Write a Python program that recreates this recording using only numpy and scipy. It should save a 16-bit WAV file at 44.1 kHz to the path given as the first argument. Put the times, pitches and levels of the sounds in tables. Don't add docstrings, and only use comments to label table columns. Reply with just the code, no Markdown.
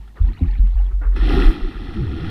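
import sys
import numpy as np
from scipy import signal
from scipy.fft import rfft, irfft, next_fast_len
from scipy.io import wavfile
from scipy.ndimage import uniform_filter1d, minimum_filter1d, map_coordinates

SR = 44100
rng = np.random.default_rng(int(sys.argv[2]) if len(sys.argv) > 2 else 0)


def dump_mix(stems):
    frames = np.atleast_2d(stems).T
    limited = np.clip(frames, -1, 1)
    pcm = np.round(limited * 32767).astype(np.int16)
    wavfile.write(sys.argv[1], SR, pcm)


N = 101430

# frequency_hz, relative_level_db
HOUSING = [(330, -40), (540, -4), (600, -15), (670, -4.5), (790, 1.5), (896, -7.5), (1060, -11),
           (1180, -2.5), (1410, 2), (1545, -13), (1660, -2), (2020, -4.5), (2230, -15.5), (2560, -6),
           (2920, -12), (3340, -5.5), (3700, -13.5), (4200, -12.5), (4850, -26.5), (5190, -18.5),
           (5700, -26), (6600, -40), (8200, -36.5), (9100, -23), (10800, -43.5), (15000, -53.5)]

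BUBBLE_SWELL = 0.12
BUBBLE_RISE = 0.055


def amp(db):
    return 10 ** (np.asarray(db) / 20)


def unit(x):
    return x / np.sqrt(np.mean(x ** 2) + 1e-20)


def since(start_s):
    return np.maximum(np.arange(N) / SR - start_s, 0)


def ramp(u):
    return np.sin(np.pi / 2 * np.clip(u, 0, 1)) ** 2


def decay(lives):
    return np.exp(-np.log(1000) * lives)


def level(rows):
    time_s, level_db = np.transpose(rows)
    return amp(np.interp(np.arange(N) / SR, time_s, level_db)) * ramp(since(time_s[0]) / 0.01)


def wobble(rate):
    knots = rng.standard_normal(int(N * rate / SR) + 4)
    return map_coordinates(knots, [np.arange(N) * rate / SR])


def coloured(x, points):
    m = 2 * next_fast_len(N)
    hz, db = np.transpose(points)
    curve_db = np.interp(np.log(np.fft.rfftfreq(m, 1 / SR) + 1), np.log(hz + 1), db)
    cepstrum = irfft(np.log(amp(curve_db) + 1e-6), m)
    cepstrum[1:m // 2] *= 2
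    cepstrum[m // 2 + 1:] = 0
    response = np.exp(rfft(cepstrum))
    return unit(irfft(rfft(x, m) * response, m)[:N])


def rising_ring(hz, t, age):
    return np.sin(2 * np.pi * hz * t * (1 + BUBBLE_RISE * np.minimum(age, 1) / 2))


def bubbles(rate, low_hz, high_hz, cycles, spread_db, wash, size):
    noise = rng.standard_normal(N)
    when, pitch, big, life = rng.random((int(rate * N / SR), 4)).T[:, :, None]
    hz = low_hz + (high_hz - low_hz) * pitch
    t = np.arange(size) / SR
    age = t * hz / (cycles * (0.5 + life))
    strength = amp(-spread_db * np.log(1 - 0.97 * big)) * np.sqrt(hz)
    rings = strength * ramp(age / BUBBLE_SWELL) * decay(age) * rising_ring(hz, t, age)
    places = (when * N).astype(int) + np.arange(size)
    swarm = np.bincount(places.ravel(), rings.ravel(), N)[:N]
    return unit(swarm) + wash * noise


def echoed(x):
    echo_share, echo_t60_s = 0.3, 0.34
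    t = np.arange(SR // 5) / SR
    tail = rng.standard_normal(len(t)) * decay(t / echo_t60_s)
    reflections = signal.fftconvolve(x, tail / np.linalg.norm(tail))[:N]
    return unit(x + echo_share * reflections)


def throbs():
    # start_s, length_s, rise_s, pitch_hz, level_db (near the end of the rise)
    pushes = [(0.0, 0.5, 0.0032, 50.4, -28.5), (0.211, 0.11, 0.0083, 43.5, -7),
              (0.465, 0.13, 0.015, 44.3, -10.5), (0.591, 0.2, 0.012, 43.47, -4),
              (.742, 0.17, 0.026, 45.07, -6), (0.917, 0.13, 0.033, 45.9, -11.5),
              (1.031, 0.15, 0.063, 44, -8.5), (1.178, 0.18, 0.052, 44.96, -7.5),
              (1.295, 0.06, 0.026, 44.1, -9.5), (1.348, 0.12, 0.039, 41.9, -8.5),
              (1.447, 0.058, 0.02, 34.5, 0), (1.611, 0.076, 0.023, 29.4, -12.5),
              (1.751, 0.25, 0.012, 39, -21)]
    fade_db_per_s, release_s = 81.5, 0.025
    out = np.zeros(N)
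    for start_s, length_s, rise_s, pitch_hz, level_db in pushes:
        t = since(start_s)
        fade = amp(-fade_db_per_s * (t - rise_s))
        release = ramp((length_s - t) / release_s + 0.5)
        shape = ramp(t / rise_s) * fade * release
        out += amp(level_db) * shape * np.sin(2 * np.pi * pitch_hz * t)
    return out


def churn():
    # time_s, level_db
    surges = [(0, -47), (.17, -51.5), (.27, -30), (.38, -39), (.45, -31.5), (.7, -45), (1.15, -44),
              (1.32, -19.5), (1.5, -33.5), (1.7, -40.5), (1.8, -35), (2.03, -25), (2.3, -26)]
    # frequency_hz, relative_level_db
    colour = [(15, 6.5), (30, 2), (70, 7.5), (130, 0.5), (225, -7.5), (350, -13), (550, -30.5), (1000, -69)]
    return level(surges) * coloured(rng.standard_normal(N), colour)


def trickle():
    # time_s, level_db (before the trims below)
    flow = [(0, -56.5), (.14, -66), (.17, -54.5), (.42, -49), (.57, -49), (.61, -57.5), (.78, -52),
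            (.9, -57.5), (.97, -64), (1.15, -61)]
    # frequency_hz, relative_level_db
    far_colour = [(320, -46), (590, -11.5), (720, -1), (1300, -6.5), (1560, -10), (1840, -8.5), (2640, -18),
                  (4190, -15), (5550, -31), (12200, -100)]
    # frequency_hz, relative_level_db
    tick_colour = [(1000, -11.5), (1900, 4.5), (4400, -4), (4900, -15), (7500, -22)]
    far_trim_db, tick_trim_db = -2, -7
    far = bubbles(rate=600, low_hz=616, high_hz=3054, cycles=36, spread_db=1.5, wash=0.7, size=1500)
    near = bubbles(rate=900, low_hz=1700, high_hz=6500, cycles=24, spread_db=4.5, wash=0.4, size=1000)
    far = amp(far_trim_db) * coloured(far, far_colour)
    ticks = amp(tick_trim_db) * coloured(near, tick_colour)
    return level(flow) * (far + ticks)


def hiss():
    # frequency_hz, relative_level_db
    colour = [(350, 15.5), (600, 6), (1400, -2.5), (4000, -0.5), (6000, -6), (15000, -10.5)]
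    floor_db = -60
    return amp(floor_db) * coloured(rng.standard_normal(N), colour)


def clicks():
    # start_s, level_db
    cavities = [(0.076, -52.5), (0.259, -49.5), (.67, -48.5), (1.161, -33.5), (1.462, -37.5),
                (1.938, -39.5)]
    rise_s, t60_s = 0.00093, 0.09
    snaps = np.zeros(N)
    for start_s, level_db in cavities:
        t = since(start_s)
        snaps += amp(level_db) * ramp(t / rise_s) * decay(t / t60_s)
    return snaps * coloured(rng.standard_normal(N), HOUSING)


def pings():
    # start_s, pitch_hz, level_db (before the decay)
    near_bubbles = [(0.102, 1870, -54), (.226, 3530, -48.5), (0.287, 1860, -42.5), (.339, 4170, -45),
                    (.377, 2860, -43), (.391, 3830, -45), (.511, 4330, -46), (0.528, 1800, -40.5),
                    (.789, 2800, -44), (.864, 3300, -45.5), (.916, 1307, -44.5)]
    life_cycles, rise_s = 110, 0.0015
    out = np.zeros(N)
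    for start_s, pitch_hz, level_db in near_bubbles:
        t = since(start_s)
        age = t * pitch_hz / life_cycles
        out += amp(level_db) * ramp(t / rise_s) * decay(age) * rising_ring(pitch_hz, t, age)
    return out


def spurts():
    # start_s, length_s (before the release), level_db
    puffs = [(0.151, 0.024, -44), (0.775, 0.091, -53.5), (0.899, 0.014, -48.5), (1.007, 0.046, -38),
             (1.106, 0.026, -50)]
    # frequency_hz, relative_level_db
    colour = [(150, -18.5), (280, 4.5), (420, 3), (570, -8.5), (1000, -6.5), (1250, -3), (1800, -9),
              (2500, -24.5), (7000, -63)]
    rise_s, release_s = 0.016, 0.027
    shape = np.zeros(N)
    for start_s, length_s, level_db in puffs:
        release = np.exp(-since(start_s + length_s) / release_s)
        shape += amp(level_db) * ramp(since(start_s) / rise_s) * release
    swarm = bubbles(rate=4000, low_hz=235, high_hz=4830, cycles=16, spread_db=3.5, wash=0.51, size=600)
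    return shape * coloured(swarm, colour)


def glugs(waver=0.03):
    # start_s, pitch_hz, peak_db,
    # rise_s, t60_s, glide_octaves_per_s
    glug_rows = [(0.197, 70.6, -9, .02, 0.24, -0.5), (0.278, 232, -29.5, 0.024, 0.088, -0.5),
                 (.285, 341.6, -38.5, 0.022, 0.11, -0.5), (.408, 477, -38.5, 0.0022, 0.05, -1),
                 (.409, 261.5, -18, 0.0067, 0.14, -1), (0.413, 165, -18.5, 0.0074, 0.15, 0.5),
                 (0.417, 67.3, -5.5, 0.012, 0.11, 8.5), (0.424, 352, -35.5, 0.022, 0.13, -2),
                 (0.577, 252.6, -37, 0.013, 0.29, 1), (0.624, 187.6, -31, 0.019, 0.13, 0.5),
                 (.798, 780, -39.5, 0.0035, 0.071, 0.5), (1.014, 1446, -42, .008, .1, -0.5),
                 (1.166, 344, -23.5, 0.0047, 0.078, 6.5), (1.289, 398, -18.5, .012, 0.028, -5.5),
                 (1.367, 359.7, -11.5, 0.0071, 0.082, 4.5), (1.4, 303, -19.5, 0.0066, 0.088, -12),
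                 (1.636, 345, -27, 0.015, 0.075, 1.5), (1.945, 255.8, -22, 0.028, 0.22, -8.5),
                 (1.955, 308.4, -27, 0.022, 0.19, 4), (1.964, 64.5, -18.5, 0.03, 0.13, -11),
                 (1.988, 181.2, -16.5, 0.039, 0.45, -11.5), (2.2, 132.4, -22, 0.029, 0.19, 7.5)]
    out = np.zeros(N)
    for start_s, pitch_hz, peak_db, rise_s, t60_s, glide in glug_rows:
        t = since(start_s)
        pitch = pitch_hz * 2 ** (glide * np.minimum(t, t60_s)) * (1 + waver * wobble(70))
        shape = ramp(t / rise_s) * decay(np.maximum(t - rise_s, 0) / t60_s)
        phase = 2 * np.pi * np.cumsum(pitch * (t > 0)) / SR
        out += amp(peak_db) * shape * np.sin(phase)
    return out


def cloud():
    # time_s, level_db
    fizz_levels = [(1.08, -81.5), (1.15, -53), (1.17, -39), (1.21, -37), (1.31, -29.5), (1.46, -29.5),
                   (1.5, -35.5), (1.58, -40), (1.73, -43.5), (2.12, -43.5), (2.3, -38)]
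    # time_s, level_db (before the trim below)
    sizzle_levels = [(1.16, -75), (1.31, -53.5), (1.5, -50.5), (1.62, -79)]
    # frequency_hz, relative_level_db
    sizzle_colour = [(4500, -30), (7000, -3)]
    sizzle_trim_db = -6
    swarm = bubbles(rate=2200, low_hz=569, high_hz=6450, cycles=13.4, spread_db=1.5, wash=0.95, size=700)
    fizz = level(fizz_levels) * echoed(coloured(swarm, HOUSING))
    finest = bubbles(rate=2500, low_hz=5500, high_hz=14700, cycles=40, spread_db=2.5, wash=0.9, size=450)
    sizzle = level(sizzle_levels) * echoed(coloured(finest, sizzle_colour))
    return fizz + amp(sizzle_trim_db) * sizzle


def gurgle():
    # time_s, level_db (before the trim below)
    gurgle_levels = [(1.12, -51), (1.17, -36), (1.22, -34), (1.3, -24), (1.38, -20), (1.46, -25),
                     (1.56, -33.5), (1.72, -37), (1.93, -38.5), (2.05, -32), (2.3, -32)]
    # frequency_hz, relative_level_db
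    colour = [(76, -28), (130, -10.5), (189, -5), (318, 3.5), (387, -5.5), (436, -11.5), (510, -16),
              (590, -37), (810, -60), (1360, -120)]
    trim_db = 0.5
    swarm = bubbles(rate=700, low_hz=132, high_hz=613.4, cycles=13.8, spread_db=1.43, wash=0.57, size=4000)
    return amp(trim_db) * level(gurgle_levels) * coloured(swarm, colour)


def scene():
    water = throbs() + churn() + trickle() + hiss()
    details = clicks() + pings() + spurts() + glugs()
    surge = cloud() + gurgle()
    return (water + details + surge)[None]


def record(dry):
    ceiling, hold_s, top_hz = 0.93, 0.023, 15300
    hold = int(hold_s * SR)
    needed_gain = np.minimum(1, ceiling / (np.abs(dry) + 1e-9))
    gain = uniform_filter1d(minimum_filter1d(needed_gain, hold), hold)
    m = 2 * next_fast_len(N)
    passband = np.fft.rfftfreq(m, 1 / SR) < top_hz
    return irfft(rfft(dry * gain, m) * passband, m)[..., :N]


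dry = scene()
out = record(dry)
dump_mix(out)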